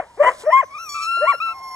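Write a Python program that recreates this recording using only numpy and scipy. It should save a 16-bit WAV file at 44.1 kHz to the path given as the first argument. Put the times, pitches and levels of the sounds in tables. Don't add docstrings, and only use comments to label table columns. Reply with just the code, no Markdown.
import sys
import numpy as np
from scipy import signal
from scipy.fft import rfft, irfft
from scipy.io import wavfile
from scipy.ndimage import uniform_filter1d

SR = 44100
rng = np.random.default_rng(int(sys.argv[2]) if len(sys.argv) > 2 else 0)


def int16_out(signal):
    q = np.round(np.clip(np.atleast_2d(signal).T, -1, 1) * 32767)
    wavfile.write(sys.argv[1], SR, q.astype(np.int16))


N = 77175

# (t/s, f/Hz, level/dB)
LOW_REGISTER = [
    [(0, 708, -7.5), (.008, 705, -26)],
    [(.175, 350, -21.5), (.193, 511, -28.5), (.204, 580.3, -11.5), (.222, 597, -10), (.232, 625, -23.5)],
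    [(.437, 425, -19.5), (.453, 490, -33), (.472, 604.4, -18), (.495, 625, -17), (.507, 701, -20)],
    [(1.172, 299.8, -25), (1.203, 448, -35), (1.222, 581.3, -20.5), (1.245, 618.5, -19),
     (1.263, 687, -38.5)],
]
HIGH_REGISTER = [
    [(.228, 907, -16.5), (.243, 987, -20), (.256, 954.5, -14.5), (.268, 994, -8.5), (.292, 1027, -11.5),
     (.303, 898, -22)],
    [(.503, 880, -20), (.519, 946.6, -18.5), (.531, 1041, -8.5), (.598, 1087, -11.5), (.611, 1043, -15.5),
     (.623, 807, -28), (.634, 601, -28.5), (.645, 464, -30.5)],
    [(1.25, 909, -26.5), (1.264, 929.7, -24.5), (1.28, 1104, -12.5), (1.3, 1154, -8), (1.319, 1108, -16),
     (1.331, 846, -22.5), (1.343, 603, -36), (1.355, 485, -31)],
]
BIPHONATION = [(.508, 595, -39), (.565, 694, -42.5), (.571, 801, -31), (.604, 840, -38)]
WHINE_CONTOURS = [
    [(.68, 1130, -59.5), (.735, 1106, -38), (.757, 1233, -35.5), (.778, 1155, -34.5), (.793, 1346, -33.5),
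     (.843, 1333, -35.5), (.895, 1159, -39.5)],
    [(.89, 1172, -38.5), (.935, 1152, -36), (.955, 1177, -29), (1.025, 1170, -31.5), (1.07, 1240, -40)],
    [(.945, 1290, -31.5), (.965, 1340, -31.5), (.997, 1253, -32.5), (1.01, 1325, -31), (1.055, 1302, -28),
     (1.08, 1350, -24), (1.165, 1374, -21), (1.3, 1383, -26.5), (1.355, 1369, -27), (1.372, 1385, -45),
     (1.395, 1390, -35)],
    [(1.402, 1233, -27), (1.42, 1325, -24), (1.45, 1353, -25), (1.492, 1312, -23.5), (1.526, 1351, -31),
     (1.555, 1120, -67)],
]
HOWL_CONTOUR = [(1.45, 1096, -46.5), (1.52, 1074, -41), (1.75, 1047, -33)]
HIGH_ROUGHNESS = [.55, .06, .2]
WHINE_JITTER = [.011, .004, .002, .003]
# (t/s, f/Hz, level/dB)
WHISTLE_CONTOURS = [
    [(.44, 5780, -62.5), (.535, 5350, -47), (.58, 5234, -74.5), (.76, 5300, -59.5), (.84, 5704, -40.5),
     (1.01, 5624, -49), (1.05, 5380, -40.5), (1.18, 5364, -53), (1.6, 5456, -53.5), (1.75, 5490, -44)],
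    [(.615, 6100, -59), (.73, 5960, -69), (.8, 6250, -47), (.86, 5980, -54)],
]
# (onset t/s, duration/s, f/Hz, level/dB)
PACK_CALLS = [(.01, 0.15, 912, -51.5), (1.468, 0.3, 744, -51), (1.475, .28, 915, -51)]
# (peak t/s, rise/s, decay/s, level/dB)
RASP_BURSTS = [(0, 0.0028, 0.023, -27.5), (.24, 0.014, 0.026, -15.5), (.288, 0.023, 0.019, -16.5),
               (.46, 0.025, 0.018, -35.5), (.505, 0.0023, 0.011, -36), (.632, 0.012, 0.0028, -39.5),
               (1.252, 0.014, 0.016, -30.5), (1.337, 0.0071, 0.012, -35)]
PAW_SCUFFS = [(.28, 0.045, 0.051, -41), (.425, 0.1, 0.017, -40)]
# (f/Hz, gain/dB)
YELP_TRACT = [(240, -41.5), (380, -16.5), (520, -2.5), (620, 5), (830, -11), (930, -9.5), (1040, 0),
              (1160, -3.5), (1400, -5.5), (1700, -2), (2120, -5.5), (2300, -4), (2720, -16.5), (3000, -16),
              (3900, -44.5), (5500, -36.5), (8000, -25.5), (11000, -30.5)]
WHINE_TRACT = [(1400, 1.5), (2400, -4), (2700, -6.5), (3500, -19.5), (4200, -14), (5400, -26.5),
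               (8200, -31), (9600, -19.5)]
# (f/Hz, relative spectrum level/dB)
BREATH_SPECTRUM = [(2000, -39), (4500, -7.5), (7200, -2.5), (11000, -8)]
FOREST_SPECTRUM = [(20, -17.5), (50, -2), (260, -9), (750, -7.5), (3500, -19), (11000, -23.5)]
SNOW_SPECTRUM = [(1000, -3), (6000, -3)]
# (f/Hz, left minus right level/dB)
YELP_BALANCE = [(600, 3), (1050, 6), (2150, 0), (3100, 7), (5000, -1)]
WHINE_BALANCE = [(1150, 0.5), (2350, 11.3), (2700, 13.8), (4100, 1)]
# (f/Hz, lead of the left/rad)
PORT_PHASE = [(200, 0), (600, 0.44), (1800, 0.57), (2150, -1.65), (3200, -4.5), (5600, -5), (11000, -9)]

FADE_S, GLIDE_S = .0051, .006
SPLIT_CYCLES = 3
OVERTONE_BLUR_RAD, OVERTONE_WAVER_DB = .14, 1.3
YELP_FOLDS = dict(jitter=.0066, shimmer=.024, flutter_hz=280)
RASP_SLOPE_DB = -3.5
YELP_BREATH_DB, FOREST_DB = -40, -53.5
ECHO_DB, ECHO_T60_S, ECHO_DELAY_S, ECHO_TOP_HZ = -33, 1, .0028, 2220
WHISTLE_OCTAVE_DB, WHISTLE_BREATH_DB = -1.5, -17.5
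WHISTLE_AM_NEPERS, WHISTLE_FM_RAD = 1.5, .15
HISS_PEAK_S, HISS_RISE_S, HISS_DECAY_S, HISS_DB = 1.02, .092, .08, -40
TOP_HZ = 11900


def undb(db):
    return 10 ** (np.asarray(db) / 20)


def unit(x):
    return x / np.sqrt(np.mean(x ** 2) + 1e-18)


def times():
    return np.arange(N) / SR


def across(points):
    hz, value = np.array(points, float).T
    return np.interp(np.log(np.arange(N // 2 + 1) * SR / N + 1), np.log(hz), value)


def noise(spectrum):
    return unit(irfft(rfft(rng.standard_normal(N)) * undb(across(spectrum)), N))


def wobble(hz):
    f = np.arange(N // 2 + 1) * SR / N
    return unit(irfft(rfft(rng.standard_normal(N)) / (1 + (f / hz) ** 2) ** 2, N))


def controls(contour):
    knots, *columns = np.array(contour, float).T
    t = times()
    gate = np.clip(np.minimum(t - knots[0], knots[-1] - t) / FADE_S + .5, 0, 1)
    glide = int(GLIDE_S * SR) + 1
    return [gate] + [uniform_filter1d(np.interp(t, knots, c), size=glide) for c in columns]


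def swells(bursts):
    t = times()
    return np.sqrt(sum((undb(db) * np.exp(-np.maximum((peak - t) / rise, (t - peak) / decay))) ** 2
                       for peak, rise, decay, db in bursts))


def voice(contour, tract, slope_db, jitter, shimmer, flutter_hz, split=0):
    gate, hz, db = controls(contour)
    phase = 2 * np.pi * np.cumsum(hz * (1 + jitter * wobble(flutter_hz))) / SR
    tract_hz, tract_db = np.array(tract, float).T
    tone = 0
    for k in range(1, 8):
        resonance_db = np.interp(k * hz, tract_hz, tract_db)
        tilt_db = (slope_db + OVERTONE_WAVER_DB * wobble(38)) * np.log2(k)
        blur = OVERTONE_BLUR_RAD * (k - 1) * wobble(370)
        tone = tone + undb(resonance_db + tilt_db) * np.sin(k * phase + blur)
    flutter = shimmer * wobble(flutter_hz)
    subharmonic = split * (1 + .5 * wobble(flutter_hz)) * np.sin(phase / SPLIT_CYCLES)
    return np.sqrt(2) * undb(db) * gate * tone * (1 + flutter + subharmonic), phase


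def yelps():
    low = sum(voice(contour, YELP_TRACT, slope_db=-12.5, **YELP_FOLDS)[0] for contour in LOW_REGISTER)
    high = 0
    for contour, roughness in zip(HIGH_REGISTER, HIGH_ROUGHNESS):
        folds = dict(YELP_FOLDS, jitter=.025 * roughness, split=.17 * roughness)
        high = high + voice(contour, YELP_TRACT, slope_db=-6, **folds)[0]
    second_tone = voice(BIPHONATION, YELP_TRACT, slope_db=2.5, **YELP_FOLDS)[0]
    rasp_spectrum = [(hz, db + RASP_SLOPE_DB * np.log2(hz)) for hz, db in YELP_TRACT]
    rasp = noise(rasp_spectrum) * swells(RASP_BURSTS)
    high_envelope = uniform_filter1d(np.abs(high), size=600)
    breath = undb(YELP_BREATH_DB) * high_envelope * noise(BREATH_SPECTRUM)
    return place(low + high + second_tone + rasp + breath, YELP_BALANCE)


def place(x, balance):
    return irfft(rfft(x) * undb(np.outer([.5, -.5], across(balance))), N)


def forest():
    mid, side = noise(FOREST_SPECTRUM), noise(FOREST_SPECTRUM)
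    return undb(FOREST_DB) * (mid + .14 * np.array([[1], [-1]]) * side)


def tree_echo(x):
    t = times()
    onset = np.clip(t / ECHO_DELAY_S - 1, 0, 1)
    tails = rng.standard_normal((2, N)) * undb(-60 * t / ECHO_T60_S) * onset
    lowpass = signal.butter(2, ECHO_TOP_HZ, fs=SR, output="sos")
    mid, side = signal.sosfilt(lowpass, tails / np.sqrt(np.sum(tails[0] ** 2)))
    response = mid + 1.2 * np.array([[1], [-1]]) * side
    return undb(ECHO_DB) * signal.fftconvolve(x.mean(axis=0)[None], response, axes=1)[:, :N]


def distant_pack():
    contours = [[(start, hz, db), (start + length, hz, db)] for start, length, hz, db in PACK_CALLS]
    return sum(voice(contour, WHINE_TRACT, slope_db=-21, jitter=.045, shimmer=.25, flutter_hz=57.5)[0]
               for contour in contours)


def snow_scuffs():
    return swells(PAW_SCUFFS) * noise(SNOW_SPECTRUM) * undb(2.5 * wobble(180))


def nasal_whistle(contour, folds=0j):
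    gate, hz, db = controls(contour)
    phase = 2 * np.pi * np.cumsum(hz * (1 + .006 * wobble(150))) / SR
    fundamental = np.sin(phase + WHISTLE_FM_RAD * folds.real) * np.exp(WHISTLE_AM_NEPERS * folds.imag)
    octave = undb(WHISTLE_OCTAVE_DB) * np.sin(2 * phase)
    flicker = undb(2.68 * wobble(60))
    breath = undb(WHISTLE_BREATH_DB) * noise(BREATH_SPECTRUM)
    return np.sqrt(2) * gate * undb(db) * (flicker * (fundamental + octave) + breath)


def whines():
    calls = [voice(contour, WHINE_TRACT, slope_db=-4, jitter=jitter, shimmer=20 * jitter, flutter_hz=110)
             for contour, jitter in zip(WHINE_CONTOURS, WHINE_JITTER)]
    sounds, phases = zip(*calls)
    gate = controls(WHINE_CONTOURS[1])[0]
    return place(sum(sounds), WHINE_BALANCE), gate * np.exp(1j * phases[1])


def nasal_hiss():
    return swells([(HISS_PEAK_S, HISS_RISE_S, HISS_DECAY_S, HISS_DB)]) * noise(BREATH_SPECTRUM)


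def howl():
    sound, phase = voice(HOWL_CONTOUR, WHINE_TRACT, slope_db=-9, jitter=.0065, shimmer=.15, flutter_hz=50)
    gate = controls(HOWL_CONTOUR)[0]
    return sound, gate * np.exp(1j * phase)


def scene():
    yelping = yelps()
    whining, whine_folds = whines()
    howling, howl_folds = howl()
    pulsed_whistle = nasal_whistle(WHISTLE_CONTOURS[0], whine_folds + .34 * howl_folds)
    plain_whistle = nasal_whistle(WHISTLE_CONTOURS[1])
    dogs = yelping + whining + howling + pulsed_whistle + plain_whistle + nasal_hiss() + distant_pack()
    return dogs + snow_scuffs() + forest() + tree_echo(dogs)


def record(dry):
    phase_shift = np.exp(1j * np.outer([0, -1], across(PORT_PHASE)))
    ports = irfft(rfft(dry) * phase_shift, N)
    return signal.sosfilt(signal.ellip(8, .2, 70, TOP_HZ, fs=SR, output="sos"), ports)


dry = scene()
out = record(dry)
int16_out(out)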